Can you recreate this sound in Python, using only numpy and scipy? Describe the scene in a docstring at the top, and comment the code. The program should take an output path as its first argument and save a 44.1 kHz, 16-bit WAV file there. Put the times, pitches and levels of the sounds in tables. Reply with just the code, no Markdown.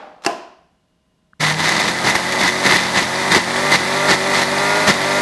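"""Blender on a stone counter

A plastic blade cap knocks down in a few quick contacts: noise snaps, ringing modes and a diffuse room tail.
Then a small blender starts abruptly. Its motor whines near 200 turns a second, as sines locked to the shaft,
and about three times a second a lump of vegetable falls into the blades, is chopped with a roar of
blade-pass noise and drags the speed down. Quiet kitchen air and hum lie underneath."""
import sys
import numpy as np
from scipy import signal
from scipy.fft import rfft, irfft
from scipy.io import wavfile

SR = 44100
rng = np.random.default_rng(int(sys.argv[2]) if len(sys.argv) > 2 else 0)


def generate_wav(sig):
    """Save sig (samples, or channels by samples) to the path in sys.argv[1] as 16-bit PCM at SR."""
    pcm = np.round(np.clip(np.atleast_2d(sig).T, -1, 1) * 32767).astype(np.int16)
    wavfile.write(sys.argv[1], SR, pcm)


N = 229981
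TIME = np.arange(N) / SR
START_S = 1.394  # the motor starts
CRUISE_HZ = 200  # shaft speed at which the speed-dependent levels hold


def amp(db):
    """Decibels to gain."""
    return 10 ** (np.asarray(db) / 20)


def unit(x):
    """Scales to rms 1."""
    return x / np.sqrt(np.mean(x ** 2) + 1e-20)


def noise():
    """White noise over the whole scene."""
    return rng.standard_normal(N)


def read(points, hz):
    """Reads a table of values against frequency on a log-frequency axis."""
    f, value = np.transpose(points)
    return np.interp(np.log(hz + 1), np.log(f + 1), value)


def colour(x, points):
    """Causal minimum-phase filter with the given spectrum."""
    level_db = np.maximum(read(points, abs(np.fft.fftfreq(4096, 1 / SR))), -100)
    log_gain = np.log(amp(level_db))
    taps = np.fft.ifft(np.exp(np.conj(signal.hilbert(log_gain)))).real
    return signal.oaconvolve(x, taps[:len(taps) // 2])[:N]


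def drift(hz):
    """Slow random wander of rms 1, up to about hz."""
    f = np.fft.rfftfreq(N, 1 / SR)
    return unit(irfft(rfft(noise()) / (1 + (f / hz) ** 4), N))


def decay(age, t60):
    """Exponential fall by 60 dB in t60 seconds."""
    return np.exp(-np.log(1000) * age / t60)


def leak(x, seconds):
    """Running sum that forgets exponentially, as a pressure or a speed loss does."""
    return signal.lfilter([1], [1, -np.exp(-1 / (seconds * SR))], x)


def blender(rise_s=0.017):
    """All the parts follow one shaft, which stumbles more under load."""
    speed = shaft_speed()
    load = loads(speed)
    stumble = .002 * unit(load[0]) * drift(40)
    turns = np.cumsum(speed * (1 + stumble)) / SR
    running = np.clip((TIME - START_S) / rise_s, 0, 1)
    motor = whine(turns, speed) + coupling(turns, speed)
    contents = pulp(turns, speed) + chopping(turns, load) + cracks()
    return running * (motor + contents)


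def bite(start_s, length_s, bite_s=.022, clear_s=.02):
    """How firmly the blades are in one lump, 0-1: they bite in, hold, then clear its remains."""
    age = TIME - start_s
    return np.clip(age / bite_s, 0, 1) * np.exp(-np.maximum(age - length_s, 0) / clear_s)


# Lumps that fall into the blades; levels are relative, the cost is the speed taken off before recovery:
# start_s, length_s, level_db, jar_ring_db, thud_db, speed_cost_hz (turns per second)
LUMPS = [(1.392, 0.13, -23.5, 5.5, -11, 9.8), (1.575, .32, -23, 5.5, -3.5, 9.9),
         (2.033, 0.067, -21.5, 8.5, 4, 1.97), (2.135, .025, -22, 9, 3, 10.15),
         (2.386, .09, -21.5, 7.5, -2.5, 14.3), (2.633, .13, -20, 7, -1, 26.8), (2.762, .1, -26, 7, -5, 8.2),
         (2.94, .088, -21, 6.5, 1.5, 24.3), (3.3, .075, -17.5, 3, 1, 33.5),
         (3.7, .055, -18.5, 6, -1.5, 24.9), (4.072, .066, -18, 3, -1, 21.1),
         (4.33, .09, -21, 5.5, -5, 18.4), (4.864, .045, -16.5, 1, 0.5, 25.2)]


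def shaft_speed(start_hz=152, free_hz=209.8, run_up_s=.774, recover_s=.222):
    """The motor speeds up as the contents thin out; each lump brakes it and it recovers."""
    free = free_hz - (free_hz - start_hz) * np.exp(-np.maximum(TIME - START_S, 0) / run_up_s)
    braking = np.zeros(N)
    for s, length, _, _, _, cost in LUMPS:
        grip = bite(s, length)
        braking += cost * grip / grip.sum()
    return free - leak(braking, recover_s)


def loads(speed, bits_db=-27.5, bits_ring_db=1, bits_thud_db=-14.5, db_per_hz=0.04, snatch_db=1.2):
    """Strength of the crunch, the jar's ring and the thud: small bits all the time, and the lumps on top."""
    bits = amp([[0], [bits_ring_db], [bits_thud_db]])
    power = (bits * amp(bits_db + db_per_hz * (speed - CRUISE_HZ))) ** 2
    snatch = amp(snatch_db * drift(25))  # the blades catch a lump unevenly
    for s, length, db, ring_db, thud_db, _ in LUMPS:
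        lump = amp(db) * amp([[0], [ring_db], [thud_db]])
        power += (lump * snatch * bite(s, length)) ** 2
    return np.sqrt(power)


def clearness(speed, db_per_hz=.45, lowest_db=-17, highest_db=.5, choke_db=7, choke_s=.04):
    """How far the whine stands out (dB): more with speed, less, after a lag, while a lump chokes it."""
    grip = np.minimum(sum(bite(s, length) for s, length, *_ in LUMPS), 1)
    keep = np.exp(-1 / (choke_s * SR))
    choke = signal.lfilter([1 - keep], [1, -keep], grip)
    return np.clip(db_per_hz * (speed - CRUISE_HZ), lowest_db, highest_db) - choke_db * choke


# Body of the whine; the loose coupling repeats every four turns, hence the quarters:
# shaft_multiple, relative level_db
ORDERS = [(0.75, -12.5), (1.0, -7.5), (1.25, -5.0), (1.5, -8.5), (1.75, -15.0), (2.0, -3.0), (2.5, -8.0),
          (2.75, -11.0), (3.0, -1.5), (3.5, -8.0), (4.0, -9.0), (4.25, -10.0), (4.75, -5.0), (5.0, -10.0),
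          (5.5, -10.0), (5.75, -12.0), (6.0, -4.0), (6.5, -14.0), (6.75, -15.0), (7.0, -3.0), (7.75, -12.0),
          (8.0, -10.0), (8.75, -11.0), (9.0, -7.0), (9.5, -12.0), (9.75, -10.0), (10.0, -6.0),
          (10.25, -13.0), (10.5, -13.0), (11.0, -14.0)]
# Thin top of the whine: shaft_multiple, relative level_db
TOP_ORDERS = [(12, -12), (12.25, -14), (12.5, -13), (12.75, -16), (17, -12), (18, -11), (19, -12),
              (23, -13)]
# Motor housing resonances; an order sings out as it climbs through one: centre_hz, width_hz, lift_db
HOUSING = [(150, 16, 7), (295, 40, 2), (385, 50, 4), (580, 130, 6), (700, 60, 4), (850, 80, 5),
           (965, 70, 6), (1190, 110, 7), (1420, 70, 7), (1630, 60, 5), (1790, 140, 3), (2025, 80, 6),
           (2480, 250, 6)]


def whine(turns, speed, level_db=-26.3, tilt_db=-1, waver_db=1.2, drone_db=-24, mains_db=-45):
    """Shaft orders, each wavering; the low ones hum through the base and hardly feel the contents."""
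    clear_db = clearness(speed)
    lines = np.zeros(N)
    for k, db in list(ORDERS) + list(TOP_ORDERS):
        share = np.clip((k - 1) / 2, .15, .85)  # how much this order feels the contents
        lift_db = sum(lift / (1 + (2 * (k * speed - hz) / width) ** 2) for hz, width, lift in HOUSING)
        order_db = db + tilt_db * np.log2(k)  # tilt is per octave above the shaft speed
        order_db = order_db + lift_db + share * clear_db + waver_db * drift(7.6)
        lines += amp(order_db) * np.sin(2 * np.pi * (k * turns + rng.random()))
    # the base drones while the shaft runs up through its resonance
    base_hz, base_width_hz = 151, 24
    base_gain = amp(drone_db) / (1 + (2 * (speed - base_hz) / base_width_hz) ** 2)
    drone = base_gain * unit(np.sin(2 * np.pi * turns))
    mains = unit(np.sin(2 * np.pi * 100 * TIME) + .4 * np.sin(2 * np.pi * 50 * TIME))
    return amp(level_db) * lines + drone + amp(mains_db) * mains


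def coupling(turns, speed, rasp_db=-28, size=600):
    """The worn drive teeth rasp against the jar the same way every four turns."""
    teeth = np.linspace(0, 4, size, endpoint=False)
    rasp = np.interp(turns, teeth, rng.standard_normal(size), period=4)
    return amp(clearness(speed) + rasp_db) * unit(jar_ring(rasp))


def strikes(turns, sizes):
    """One click at every whole number of turns, sized by the signal sizes."""
    whole = np.floor(turns)
    return np.diff(whole, prepend=whole[0]) * sizes


# Crunch of chopped vegetable: frequency_hz, relative level_db (per Hz)
CHOP_COLOUR = [(35, -42), (60, -37), (174, -7.5), (253, -6.5), (370, -9.5), (441, -7), (959, -1.5),
               (1340, -5), (1630, -4.5), (1990, -3), (2540, -11.5), (4520, -8.5), (5280, -13), (9200, -24),
               (12000, -52), (15600, -29), (22000, -120)]
# Thud through the base: frequency_hz, relative level_db (per Hz)
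THUD_COLOUR = [(30, -55), (75, -2.5), (130, 0), (190, 8.5), (260, 1), (360, 9), (450, -5.5), (800, -27.5)]


def chopping(turns, load, chop_db=3.5, ring_db=-3, thud_db=-4, uneven_db=2, clump_db=-0.67,
             crush_s=0.00099, smear=0.57, rattle_db=2):
    """Each blade pass crushes a piece: a short crunch that rings the jar and thuds through the base."""
    sizes = amp(uneven_db * np.clip(noise(), -2, 2))
    passes = strikes(2 * turns + 0.14 * drift(200), sizes)  # two passes a turn, with jitter
    pressure = unit(leak(passes, crush_s)) + smear
    crunch = pressure * noise() * amp(clump_db * drift(36))
    chop = amp(chop_db) * unit(colour(crunch, CHOP_COLOUR))
    ring = amp(ring_db + rattle_db * drift(33)) * unit(jar_ring(pressure * noise()))
    thud = amp(thud_db) * unit(colour(pressure * noise(), THUD_COLOUR))
    return (load * np.array([chop, ring, thud])).sum(axis=0)


# Hard pieces that crack against the jar: start_s, relative level_db, decay_s
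CRACKS = [(1.404, -18, 0.043), (1.466, -20, 0.02), (1.64, -17, 0.013), (1.691, -8.5, 0.007),
          (1.85, -23, 0.0059), (2.113, -29, 0.0074), (2.153, -10.5, 0.0089), (2.322, -15.5, 0.018),
          (2.706, -28, 0.011), (2.972, -14, .015), (3.348, -10, 0.016), (3.564, -15, 0.0071),
          (3.751, -18, .014), (4.107, -18, 0.015), (4.417, -14, .008), (4.875, -10.5, 0.016),
          (4.887, -20, 0.018)]
# Bright snap of hard plastic, shared with the cap: frequency_hz, relative level_db (per Hz)
SNAP_COLOUR = [(60, -34.5), (150, -18), (300, 1), (1000, 13.5), (3000, 6), (5500, 6), (7500, -1),
               (11500, -10)]


def cracks(ring_db=-2, snap_db=-6):
    """A hard piece rattles between blade and wall for a moment."""
    rattle = np.zeros(N)
    for s, db, length in CRACKS:
        rattle += amp(db) * (TIME >= s) * np.exp(-np.maximum(TIME - s, 0) / length)
    wall = amp(ring_db) * unit(jar_ring(noise()))
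    edge = amp(snap_db) * unit(colour(noise(), SNAP_COLOUR))
    return rattle * (wall + edge)


# Wet rush of the pulp: frequency_hz, relative level_db (per Hz)
PULP_COLOUR = [(40, -26), (100, -12), (200, -17), (330, 1), (440, -12), (600, 4.5), (950, 1.5),
               (1300, -11.5), (1600, -4.5), (2050, -3.5), (2800, -18), (3700, -7.5), (7000, -13),
               (10500, -16.5), (12000, -21)]


def pulp(turns, speed, rush_db=-28, ring_db=-29, swirl=0.24, slosh_db=0.2, db_per_hz=0.17):
    """Wet pulp and cooling air rush round with the blades, louder with speed, and keep the jar ringing."""
    stir = amp(slosh_db * drift(38) + db_per_hz * (speed - CRUISE_HZ))
    stir = stir * (1 + swirl * np.cos(2 * np.pi * turns))
    rush = amp(rush_db) * unit(colour(noise() * stir, PULP_COLOUR))
    return rush + amp(ring_db) * unit(jar_ring(noise() * stir))


# Resonances of the plastic jar: centre_hz, width_hz, relative level_db
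JAR = [(932, 86, 5), (1242, 14, 5.5), (1418, 23, -3.5), (1835, 80, 10), (2001, 79, 14), (2400, 20, -6),
       (2650, 35, -26), (3460, 73, 2), (3672, 48, 4.5), (4000, 37, 1), (4550, 12, 1), (5730, 110, -15.5),
       (6030, 120, -6.5), (6530, 67, -42), (8800, 67, -46), (10200, 100, -45)]


def jar_ring(x):
    """The jar's resonances ring as damped cosines, the wider ones dying sooner."""
    t = np.arange(SR // 10) / SR
    ring = np.zeros(len(t))
    for hz, width, db in JAR:
        ring += amp(db) * width * np.exp(-np.pi * width * t) * np.cos(2 * np.pi * hz * t)
    return signal.oaconvolve(x, ring)[:N]


# Contacts of the cap with the counter: start_s, relative level_db, ring_db (on top of the level), decay_s
KNOCKS = [(0.221, -49, 5.5, 0.022), (0.2373, -38, -3.5, 0.019), (0.248, -21, -4.5, 0.0065),
          (0.2622, -15.5, -19, 0.0041), (0.264, -4.5, 3, 0.0018), (0.27, -19, 11, 0.002)]
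# Modes of the cap: frequency_hz, relative level_db, t60_s
CAP_MODES = [(305, -14, 0.052), (381, 3.5, 0.057), (594, -15, 0.1), (690, -2.5, 0.1), (800, -5, 0.13),
             (1045, -3.5, 0.033), (1260, -4.5, .05), (1720, -3, 0.052), (1960, -16, 0.038),
             (2700, 1.5, 0.031)]


def cap(ring_db=-12, snap_db=-2, room_db=-16, lowest_hz=230):
    """The rim touches down in a few quick contacts; each snaps, rings the cap and fills the room."""
    snap, ring, tail = np.zeros((3, N))
    for s, db, body_db, length in KNOCKS:
        age = np.maximum(TIME - s, 0)
        snap += amp(db) * noise() * (TIME >= s) * np.exp(-age / length)
        for hz, mode_db, t60 in CAP_MODES:
            ring += amp(db + body_db + mode_db) * np.sin(2 * np.pi * hz * age) * decay(age, t60)
        tail += amp(db) * room(s)
    # too small to radiate bass
    ring = signal.sosfilt(signal.butter(2, lowest_hz, "high", fs=SR, output="sos"), ring)
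    return amp(snap_db) * colour(snap, SNAP_COLOUR) + amp(ring_db) * ring + amp(room_db) * tail


# Decay time of the kitchen: frequency_hz, t60_s
ROOM_T60 = [(200, 0.49), (700, 0.61), (1400, 0.63), (3000, 0.6), (5000, 0.61), (10000, 0.376)]
# Tone of the kitchen's tail: frequency_hz, relative level_db
ROOM_COLOUR = [(60, -36), (200, -8.5), (370, 1), (520, -10.5), (690, 4.5), (900, -7.5), (1030, 1.5),
               (1150, -11), (1700, -13), (2200, -19.5), (2750, -12.5), (3500, -24), (5200, -22),
               (11000, -36)]


def room(start_s, build_s=0.0089):
    """The tiled kitchen answers a knock with a diffuse noise tail whose top treble dies first."""
    hz, t, bands = signal.stft(unit(colour(noise(), ROOM_COLOUR)), SR, nperseg=256)
    bands = bands * decay(np.maximum(t - start_s, 0), read(ROOM_T60, hz)[:, None])
    tail = signal.istft(bands, SR, nperseg=256)[1][:N]
    return tail * np.clip((TIME - start_s) / build_s, 0, 1)


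def switch(centre_s=1.3345, tick_hz=1430, tick_db=-35, tick_s=0.001, thump_hz=190, thump_db=-52, thump_s=.006):
    """The button gives a small dull tick and nudges the base just before the motor starts."""
    age = TIME - centre_s
    tick = amp(tick_db) * np.sin(2 * np.pi * tick_hz * age) * np.exp(-(age / tick_s) ** 2)
    thump = amp(thump_db) * np.sin(2 * np.pi * thump_hz * age) * np.exp(-(age / thump_s) ** 2)
    return tick + thump


# Quiet air of the kitchen: frequency_hz, relative level_db (per Hz)
AIR_COLOUR = [(18, -33.5), (30, -13.5), (59, -7), (108, -15.5), (178, -6), (197, -9), (461, -21),
              (2670, -32), (2870, -31), (3100, -30), (12000, -43), (15600, -71.5), (22000, -120)]
# Faint wavering tones of the kitchen: frequency_hz, level_db (rms)
HUM = [(172, -74), (630, -78.5), (1023, -82), (2859, -82.5)]
# Dying ring of earlier handling: frequency_hz, relative level_db (per Hz)
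FADING_COLOUR = [(47, -75.5), (80, -52.5), (248, -10), (394, -18.5), (517, -7.5), (562, -21.5), (599, 1.5),
                 (665, -14.5), (786, -2), (970, -14), (1080, -12.5), (4670, -34.5), (12000, -61),
                 (15600, -101), (22000, -120)]


def kitchen(air_db=-63.5, fading_db=-34, fading_t60_s=.8, waver_db=2):
    """Quiet coloured-noise air and hum, with the dying ring of earlier handling."""
    air = amp(air_db) * unit(colour(noise(), AIR_COLOUR))
    hum = np.zeros(N)
    for hz, db in HUM:
        hum += amp(db + waver_db * drift(12)) * np.sqrt(2) * np.sin(2 * np.pi * hz * TIME)
    fading = amp(fading_db) * unit(colour(noise(), FADING_COLOUR)) * decay(TIME, fading_t60_s)
    return air + hum + fading


def scene():
    """Everything reaches one microphone, heard alike on both channels."""
    mono = blender() + cap() + switch() + kitchen()
    return np.array([mono, mono])


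def record(dry, edge_hz=11950):
    """The loudest peaks are rounded off; then a steep low-pass limits the band."""
    rounded = dry / (1 + dry ** 6) ** (1 / 6)
    low_pass = signal.firwin(401, edge_hz, window=("kaiser", 9), fs=SR)
    return signal.oaconvolve(rounded, low_pass[None], "same")


dry = scene()
out = record(dry)
generate_wav(out)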